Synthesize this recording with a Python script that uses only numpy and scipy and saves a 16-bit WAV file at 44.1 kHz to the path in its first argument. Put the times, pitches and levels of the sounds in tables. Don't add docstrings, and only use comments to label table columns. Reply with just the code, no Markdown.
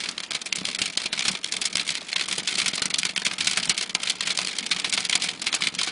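import sys
import numpy as np
from scipy import signal
from scipy.fft import rfft, irfft
from scipy.io import wavfile
from scipy.ndimage import uniform_filter1d

SR = 44100
rng = np.random.default_rng(int(sys.argv[2]) if len(sys.argv) > 2 else 0)


def level_to_linear(level):
    exponent = np.asarray(level, float) / 20
    return 10 ** exponent


def log_audio(samples):
    frames = np.atleast_2d(samples).T
    limited = np.clip(frames, -1, 1)
    pcm = np.round(limited * 32767).astype(np.int16)
    wavfile.write(sys.argv[1], SR, pcm)


N = 260631


def colour(points, hz):
    f, db = np.transpose(points)
    return level_to_linear(np.interp(np.log(hz + 1), np.log(f), db))


def mode(hz, centre_hz, width_hz):
    return 1j * hz * width_hz / (centre_hz ** 2 - hz ** 2 + 1j * hz * width_hz)


def unit(x):
    return x / np.sqrt(np.mean(x ** 2))


def walk(rate):
    k = int(SR / rate)
    held = np.repeat(rng.standard_normal(N // k + 1), k)
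    return uniform_filter1d(uniform_filter1d(held, k), k)[:N]


def stones():
    # start in seconds, level in dB, treble share in dB, length in ms
    heavy = [(0.526, -14, -8.5, 3.2), (0.816, -19.5, -6, 13), (0.973, -17, -4, 7.8),
             (1.1277, -22, -9.5, 13), (1.2811, -18.5, -4, 14.8), (1.7544, -14.5, -2.5, 3.4),
             (2.16, -18, -48.5, 8.9), (2.5807, -23, -5.5, 28), (2.6594, -20, -8.5, 12),
             (2.8195, -19, -4, 9.5), (2.94, -17, -8.5, 8), (3.2488, -24, -4.5, 23), (3.264, -17, -10, 7.6),
             (3.4707, -16.5, -4, 12), (3.572, -17.5, -5.5, 11), (3.6944, -14.5, -1.5, 10),
             (3.7055, -22, -16.5, 14), (3.9489, -15.5, -6, 6.8), (4.0973, -18, -4.5, 12),
             (4.303, -21, -9.5, 14), (4.7115, -17.5, -13, 14), (4.9352, -22, -2.5, 17),
             (4.9756, -19, -13, 11), (5.0957, -18, -4.5, 6.7), (5.1264, -16.5, -20.5, 8.7),
             (5.1533, -14.5, -1.5, 8.9), (5.4654, -21, -11, 19), (5.5398, -22, -9.5, 9),
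             (5.5462, -21, 2, 11), (5.7861, -24.5, -11.5, 29)]
    # start in seconds, level in dB, length in ms
    medium = [(0.0875, -24, 9.1), (0.3181, -21, 2), (0.4581, -29, 16), (0.7868, -25.5, 11),
              (1.0569, -23.5, 13), (1.4431, -18, 3.2), (1.5223, -21, 7.2), (1.77, -18, 3.1),
              (1.8907, -19.5, 6.3), (2.129, -17.5, 3.4), (2.21, -21.5, 7.5), (2.3124, -24.5, 6.8),
              (2.4854, -23.5, 7.4), (2.6004, -16.5, 3.3), (3.0315, -17, 3.2), (3.1617, -20.5, 6.2),
              (3.1772, -14, 2.3), (3.4055, -21.5, 17), (3.7757, -24, 23), (3.825, -27.5, 16),
              (4.2067, -20.5, 7.8), (4.3739, -18, 5), (4.3886, -17, 3.3), (4.4715, -19, 2.9),
              (4.5851, -20, 5.7), (4.9254, -21, 11), (5.5278, -19, 5.1), (5.6203, -19, 7.8),
              (5.6702, -17, 8.5), (5.8134, -21, 6.8)]
    # start in seconds, level in dB, length in ms
    more_medium = [(0.1788, -24, 5.6), (0.3462, -24, 17), (0.651, -23, 13), (0.748, -21.5, 4.9), (0.857, -24, 11),
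                   (1.1924, -19.5, 5), (1.2071, -25, 5.7), (1.2516, -22.5, 16), (1.6141, -24, 17),
                   (1.6525, -21, 17), (1.7789, -25.5, 8.7), (1.9038, -22.5, 5.9), (2.284, -27.5, 11),
                   (2.474, -21, 11), (2.5538, -23, 8.4), (2.6137, -23, 12), (2.6805, -19, 8.6),
                   (2.7538, -26.5, 11), (2.9839, -20.5, 16), (3.5113, -23, 8.6), (3.531, -26, 11.2),
                   (4.071, -23, 12), (4.2716, -23.5, 17), (4.4144, -26.5, 8), (4.8435, -22, 16), (5.05, -21, 6.3),
                   (5.2203, -23, 14), (5.2355, -26, 26), (5.6363, -22.5, 11.5), (5.8705, -28.5, 38)]
    # start in seconds, level in dB
    small = [(0.0359, -27), (0.0562, -28), (0.5565, -25), (0.6858, -25), (1.0171, -29.5), (1.222, -25.5),
             (1.3145, -28), (1.4736, -37.5), (1.566, -24), (1.7955, -21), (1.9517, -24.5), (2.3528, -33.5),
             (2.381, -23), (2.5253, -26.5), (2.8555, -20.5), (3.091, -26), (3.218, -27.5), (3.4445, -26),
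             (3.6293, -24), (3.6527, -28.5), (3.8107, -23), (3.894, -27.5), (4, -32), (4.2339, -28.5),
             (4.515, -31.5), (4.662, -25.5), (4.7968, -25), (5.0045, -26), (5.286, -21.5), (5.4173, -26.5)]
    # start in seconds, level in dB
    further_small = [(0.0032, -29), (0.111, -35.5), (0.202, -29), (0.2336, -31.5), (0.3071, -26.5), (0.4151, -29),
                     (0.584, -28.5), (1.0383, -29.5), (1.176, -27), (1.3506, -27), (1.727, -30.5), (1.877, -27.5),
                     (2.0881, -33.5), (2.1941, -25), (2.3248, -23.5), (2.733, -25), (2.7772, -25.5), (3.0517, -19.5),
                     (3.311, -26), (3.3333, -29.5), (3.3824, -27.5), (3.4956, -28), (3.5981, -28), (4.0315, -22.5),
                     (4.4463, -27.5), (4.7622, -26), (4.8947, -27), (5.6068, -33), (5.748, -29.5), (5.8325, -22.5)]
    small_ms, further_small_ms = 8.5, 9.5
    small_rows = [(s, db, small_ms) for s, db in small]
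    further_small_rows = [(s, db, further_small_ms) for s, db in further_small]
    middling = np.r_[medium, more_medium, small_rows, further_small_rows]
    treble_db = -7.5 + 6.5 * rng.standard_normal(len(middling))
    return np.r_[heavy, np.insert(middling, 2, treble_db, axis=1)].T


def strikes(s, level_db, treble_db, length_ms):
    # frequency in Hz, level in dB per Hz
    strike_colour = [(35, -40.5), (60, -24), (186, -7.5), (427, -10), (877, -10.5), (1610, -7.5),
                     (2140, -6), (4210, -6), (9860, -12), (11000, -20), (14300, -76), (22000, -120)]
    # frequency in Hz, width in Hz, level in dB
    sill_rings = [(2274, 420, 3.5), (3150, 22, -1), (3346, 650, 1.5), (4187, 340, 2), (4850, 48, 2)]
    size = 4096
    lead = 64
    t, hz = np.arange(size) / SR, np.fft.rfftfreq(size, 1 / SR)
    chance = rng.standard_normal((len(s), 2 * size + 16))
    grit, rattle, place = chance[:, :size], chance[:, size:2 * size], chance[:, 2 * size:]
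    age = t / (length_ms[:, None] / 1000)
    glance = np.exp(0.59 * place[:, [14]])

    crack = grit ** 3 * level_to_linear(-6) * (1 - np.exp(-t / (0.0005 * glance))) * np.exp(-(age / .55) ** 1.6)
    crack[:, 12] += 1.5 / glance[:, 0]
    rattle = rattle * (1 - np.exp(-age / (0.16 * glance))) * np.exp(-age ** 1.7)

    rings, own = 0, 0
    for k, (f, width, db) in enumerate(sill_rings):
        rings = rings + level_to_linear(db + 2.2 * place[:, [k]]) * mode(hz, f, width)
    for k in (8, 10, 12):
        own = own + level_to_linear(3 * place[:, [k]]) * mode(hz, 3200 * np.exp(.45 * place[:, [k + 1]]), 330)
    body = (1 + level_to_linear(-1) * rings + level_to_linear(-5.5) * own) * colour(strike_colour, hz)
    body = body * level_to_linear((4.1 * place[:, [15]] - 3.5) / (1 + (hz / 1300) ** 4))
    hardness_db = np.maximum(level_db[:, None] + 29.5, 0)
    body = body * level_to_linear(-.5 * hardness_db / (1 + (hz / 600) ** 2))

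    treble = 1 / (1 + (5500 / (hz + 1)) ** 6)
    spec = (rfft(crack) + level_to_linear(3.5) * rfft(rattle) * (1 - 0.94 * treble)) * body
    low, high = spec * (1 - treble), spec * treble
    low = low / np.linalg.norm(low, axis=1, keepdims=True)
    high = high / np.linalg.norm(high, axis=1, keepdims=True)
    mixed = low + level_to_linear(np.maximum(treble_db[:, None], -15) + 2.0) * high
    hit = irfft(mixed * np.exp(-2j * np.pi * hz * lead / SR))
    hit *= level_to_linear(level_db[:, None]) * np.sqrt(length_ms[:, None] * SR / 1000)
    hit /= np.linalg.norm(irfft(mixed * np.exp(-2j * np.pi * hz * lead / SR)), axis=1, keepdims=True)
    out = np.zeros(N + 2 * size)
    for start, one in zip((s * SR).astype(int), hit):
        out[start:start + size] += one
    return out[lead:N + lead]


def patter(landed_s, landed_db, count=350, over_db=-1, spread_db=3.0, top_db=-32):
    # time in seconds, level in dB
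    fine_hail = [(0.0, -38), (0.18, -37), (0.33, -45), (0.67, -35.5), (1.79, -39.5), (1.92, -33),
                 (2.16, -37.5), (2.34, -26.5), (2.68, -35.5), (3.22, -41.5), (3.61, -27.5), (3.9, -38.5),
                 (4.08, -35.5), (4.26, -32.5), (4.61, -33.5), (5.08, -34), (5.3, -32), (5.91, -44.5)]
    # middle in seconds, half length in ms, depth in dB
    lulls = [(0.155, 58, 12.5), (0.29, 9.1, 13), (0.442, 20, 16), (0.5, 20, 10.5), (0.773, 7.2, 18),
             (0.958, 10, 6), (1.089, 31, 15.5), (1.415, 13, 10), (1.596, 18, 9), (1.688, 15, 2),
             (1.849, 20, 0), (2.05, 8.3, 5.5), (2.148, 6.4, 11.5), (2.45, 13, 6.5), (2.9, 12, -14),
             (3.234, 22, 6), (3.36, 15, 11), (3.792, 19, 10), (3.925, 14, 7), (3.983, 17, 15.5),
             (4.165, 34, 4.5), (4.69, 12, 6.5), (4.91, 17, 11), (5.18, 8.6, 8), (5.36, 20, 8),
             (5.59, 13, 3), (5.725, 15, 6.5), (5.77, 7.3, 8.5)]
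    hop_s, hop_spread, hop_loss_db, hop_top_db = .016, .3, 10, -32
    settle_db_per_s = 54
    hop = rng.standard_normal((len(landed_s), 2)).T
    hop_at = np.minimum(landed_s + hop_s * np.exp(hop_spread * hop[0]), N / SR)
    hop_db = np.minimum(landed_db - hop_loss_db, hop_top_db) + 2.5 * hop[1]

    u = rng.random((len(hop_at) + count, 4)).T
    s = (np.arange(count) + u[0, :count]) / count * N / SR
    since_s = np.where(s[:, None] > landed_s, s[:, None] - landed_s, .1).min(axis=1)
    level_db = np.interp(s, *np.transpose(fine_hail)) + over_db
    level_db = level_db - settle_db_per_s * since_s - spread_db * np.log(u[1, :count])

    s, level_db = np.r_[s, hop_at], np.r_[np.minimum(level_db, top_db), hop_db]
    lull_db = 0
    for middle, half_ms, db in lulls:
        lull_db = lull_db + db * np.exp(-((s + .005 - middle) * 1000 / half_ms) ** 4)
    return strikes(s, level_db - lull_db, -11 + 6 * u[2], 7 + 7 * u[3])


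def thuds(width_hz=170, push_s=0.0016):
    # start in seconds, peak in dB, pitch in Hz
    frame_blows = [(0.524, -29, 885), (0.684, -23.5, 590), (0.815, -19.5, 250), (0.972, -20, 293),
                   (1.056, -28, 310), (1.753, -21, 280), (2.018, -29, 633), (2.158, -22, 1050),
                   (2.284, -23, 1110), (2.38, -21, 447), (2.581, -23.5, 348), (2.819, -21.5, 250),
                   (3.092, -26.5, 513), (3.471, -23, 746), (3.57, -25.5, 710), (4.845, -21, 1010),
                   (4.976, -24, 990), (5.606, -21.5, 1120)]
    out, t = np.zeros(N + 4096), np.arange(4096) / SR
    envelope = (1 - np.exp(-t / push_s)) * np.exp(-np.pi * width_hz * t)
    for s, db, hz in frame_blows:
        neighbour_hz = hz * (1.6 + .5 * rng.random())
        ring = np.sin(2 * np.pi * hz * t) + 0.57 * np.sin(2 * np.pi * neighbour_hz * t)
        start = int(s * SR)
        out[start:start + len(t)] += level_to_linear(db + 4) * ring * envelope
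    return out[:N]


def pane(near):
    # time in seconds, level in dB
    storm = [(0.0, -39), (0.49, -50), (0.59, -39), (1.25, -51), (1.28, -33.5), (1.41, -52), (1.91, -42.5),
             (1.99, -56.5), (2.42, -39), (2.53, -56.5), (2.58, -42), (3.39, -44.5), (3.56, -39.5),
             (3.87, -47.5), (5.79, -41.5), (5.91, -58)]
    # frequency in Hz, width in Hz, level in dB
    pane_modes = [(190, 18, 8), (250, 80, -3), (630, 260, -11.5)]
    hz = np.fft.rfftfreq(N, 1 / SR)
    drum_db = np.interp(np.arange(N) / SR, *np.transpose(storm))
    taps = rng.standard_normal(N) * (rng.random(N) < 150 / SR)
    shaking = uniform_filter1d(np.abs(near), 40) * np.sign(walk(60))
    blows = unit(taps) + level_to_linear(-14.5) * unit(shaking)
    pelting = unit(signal.lfilter([1], [1, -np.exp(-1 / (0.084 * SR))], near ** 2)) ** 0.15
    glass = sum(level_to_linear(db) * mode(hz, f, width) for f, width, db in pane_modes)
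    return pelting * level_to_linear(drum_db - 3.0) * unit(irfft(rfft(blows) * glass, N))


def rain(rain_db):
    # frequency in Hz, level in dB per Hz
    rain_colour = [(18, -66), (30, 1.5), (85, -25), (201, 4.5), (864, -5.5), (3530, -6.5), (9960, -20),
                   (11000, -24), (14300, -35), (22000, -120)]
    hz, out, swell = np.fft.rfftfreq(N, 1 / SR), 0, walk(11)
    for centre in 40 * 2 ** np.arange(0, 8.6, .5):
        drops = rng.standard_normal(N) * level_to_linear(3.3 * rng.exponential(size=N))
        band = irfft(rfft(drops) * mode(hz, centre, centre / 3) ** 2 * colour(rain_colour, hz), N)
        out = out + band * level_to_linear(3.2 * swell + 2.6 * walk(25))
    return level_to_linear(rain_db) * unit(out)


def recess_echo(near):
    t = np.arange(8000) / SR
    tail = signal.lfilter([1], [1, -.6], rng.standard_normal(8000)) * level_to_linear(-60 * t / 0.093)
    boom = rng.standard_normal(8000) * level_to_linear(-60 * t / 0.25)
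    lows = signal.sosfilt(signal.butter(2, 1200, fs=SR, output="sos"), near)
    echo = signal.fftconvolve(near, tail)[:N] * level_to_linear(-51.5)
    return echo + signal.fftconvolve(lows, boom)[:N] * level_to_linear(-32.5)


def scene():
    landed = stones()
    near = strikes(*landed) + patter(*landed[:2])
    return (near + recess_echo(near) + thuds() + pane(near) + rain(-47.5))[None]


def phone_blocks(x, coarse=0.89, bass_finer=0.43, least_db=-56, frame_db=-14):
    block, grid, frame_start = 256, 247, 4
    n = np.arange(2 * block)
    rise = np.cumsum(np.kaiser(block + 1, 6 * np.pi))
    rise = np.sqrt(rise[:-1] / rise[-1])
    window = np.r_[rise, rise[::-1]][:, None]
    basis = window * np.cos(np.pi / block * np.outer(n + .5 + block / 2, n[:128] + .5))
    lead = (8 - frame_start) * block - grid
    blocks = (N + lead) // (8 * block) * 8 + 8
    x = np.pad(x, (lead, (blocks + 1) * block - N - lead))
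    c = np.lib.stride_tricks.sliding_window_view(x, 2 * block)[::block] @ basis * np.sqrt(2 / block)

    power = np.mean(c.reshape(blocks, 16, 8) ** 2, axis=2)
    group = np.repeat(power.reshape(-1, 4, 16).mean(axis=1), 4, axis=0)
    frame = np.repeat(power.reshape(-1, 8, 16).mean(axis=1), 8, axis=0)
    loud = np.sqrt(group + level_to_linear(frame_db) * frame)
    share = coarse * np.linspace(.1, 1, 16) ** bass_finer
    step = np.repeat(np.maximum(share * loud, level_to_linear(least_db)), 8, axis=1)
    c = np.sign(c) * step * np.floor((np.abs(c) / step) ** .75 + .4054) ** (4 / 3)

    frames = c @ basis.T * np.sqrt(2 / block)
    gap = np.zeros(block)
    out = np.r_[frames[:, :block].ravel(), gap] + np.r_[gap, frames[:, block:].ravel()]
    return out[lead:lead + N]


def top_cut(x):
    return signal.sosfilt(signal.butter(12, 11640, fs=SR, output="sos"), x)


def record(dry):
    limited = np.tanh(1.125 * dry[0]) / 1.083
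    x = signal.sosfilt(signal.ellip(10, .2, 70, 10336, fs=SR, output="sos"), limited)
    x = signal.sosfilt(signal.butter(1, 45, "high", fs=SR, output="sos"), x)
    x = phone_blocks(x)
    rounded = x - 0.27 * x ** 5
    return top_cut(rounded[None])


dry = scene()
out = record(dry)
log_audio(out)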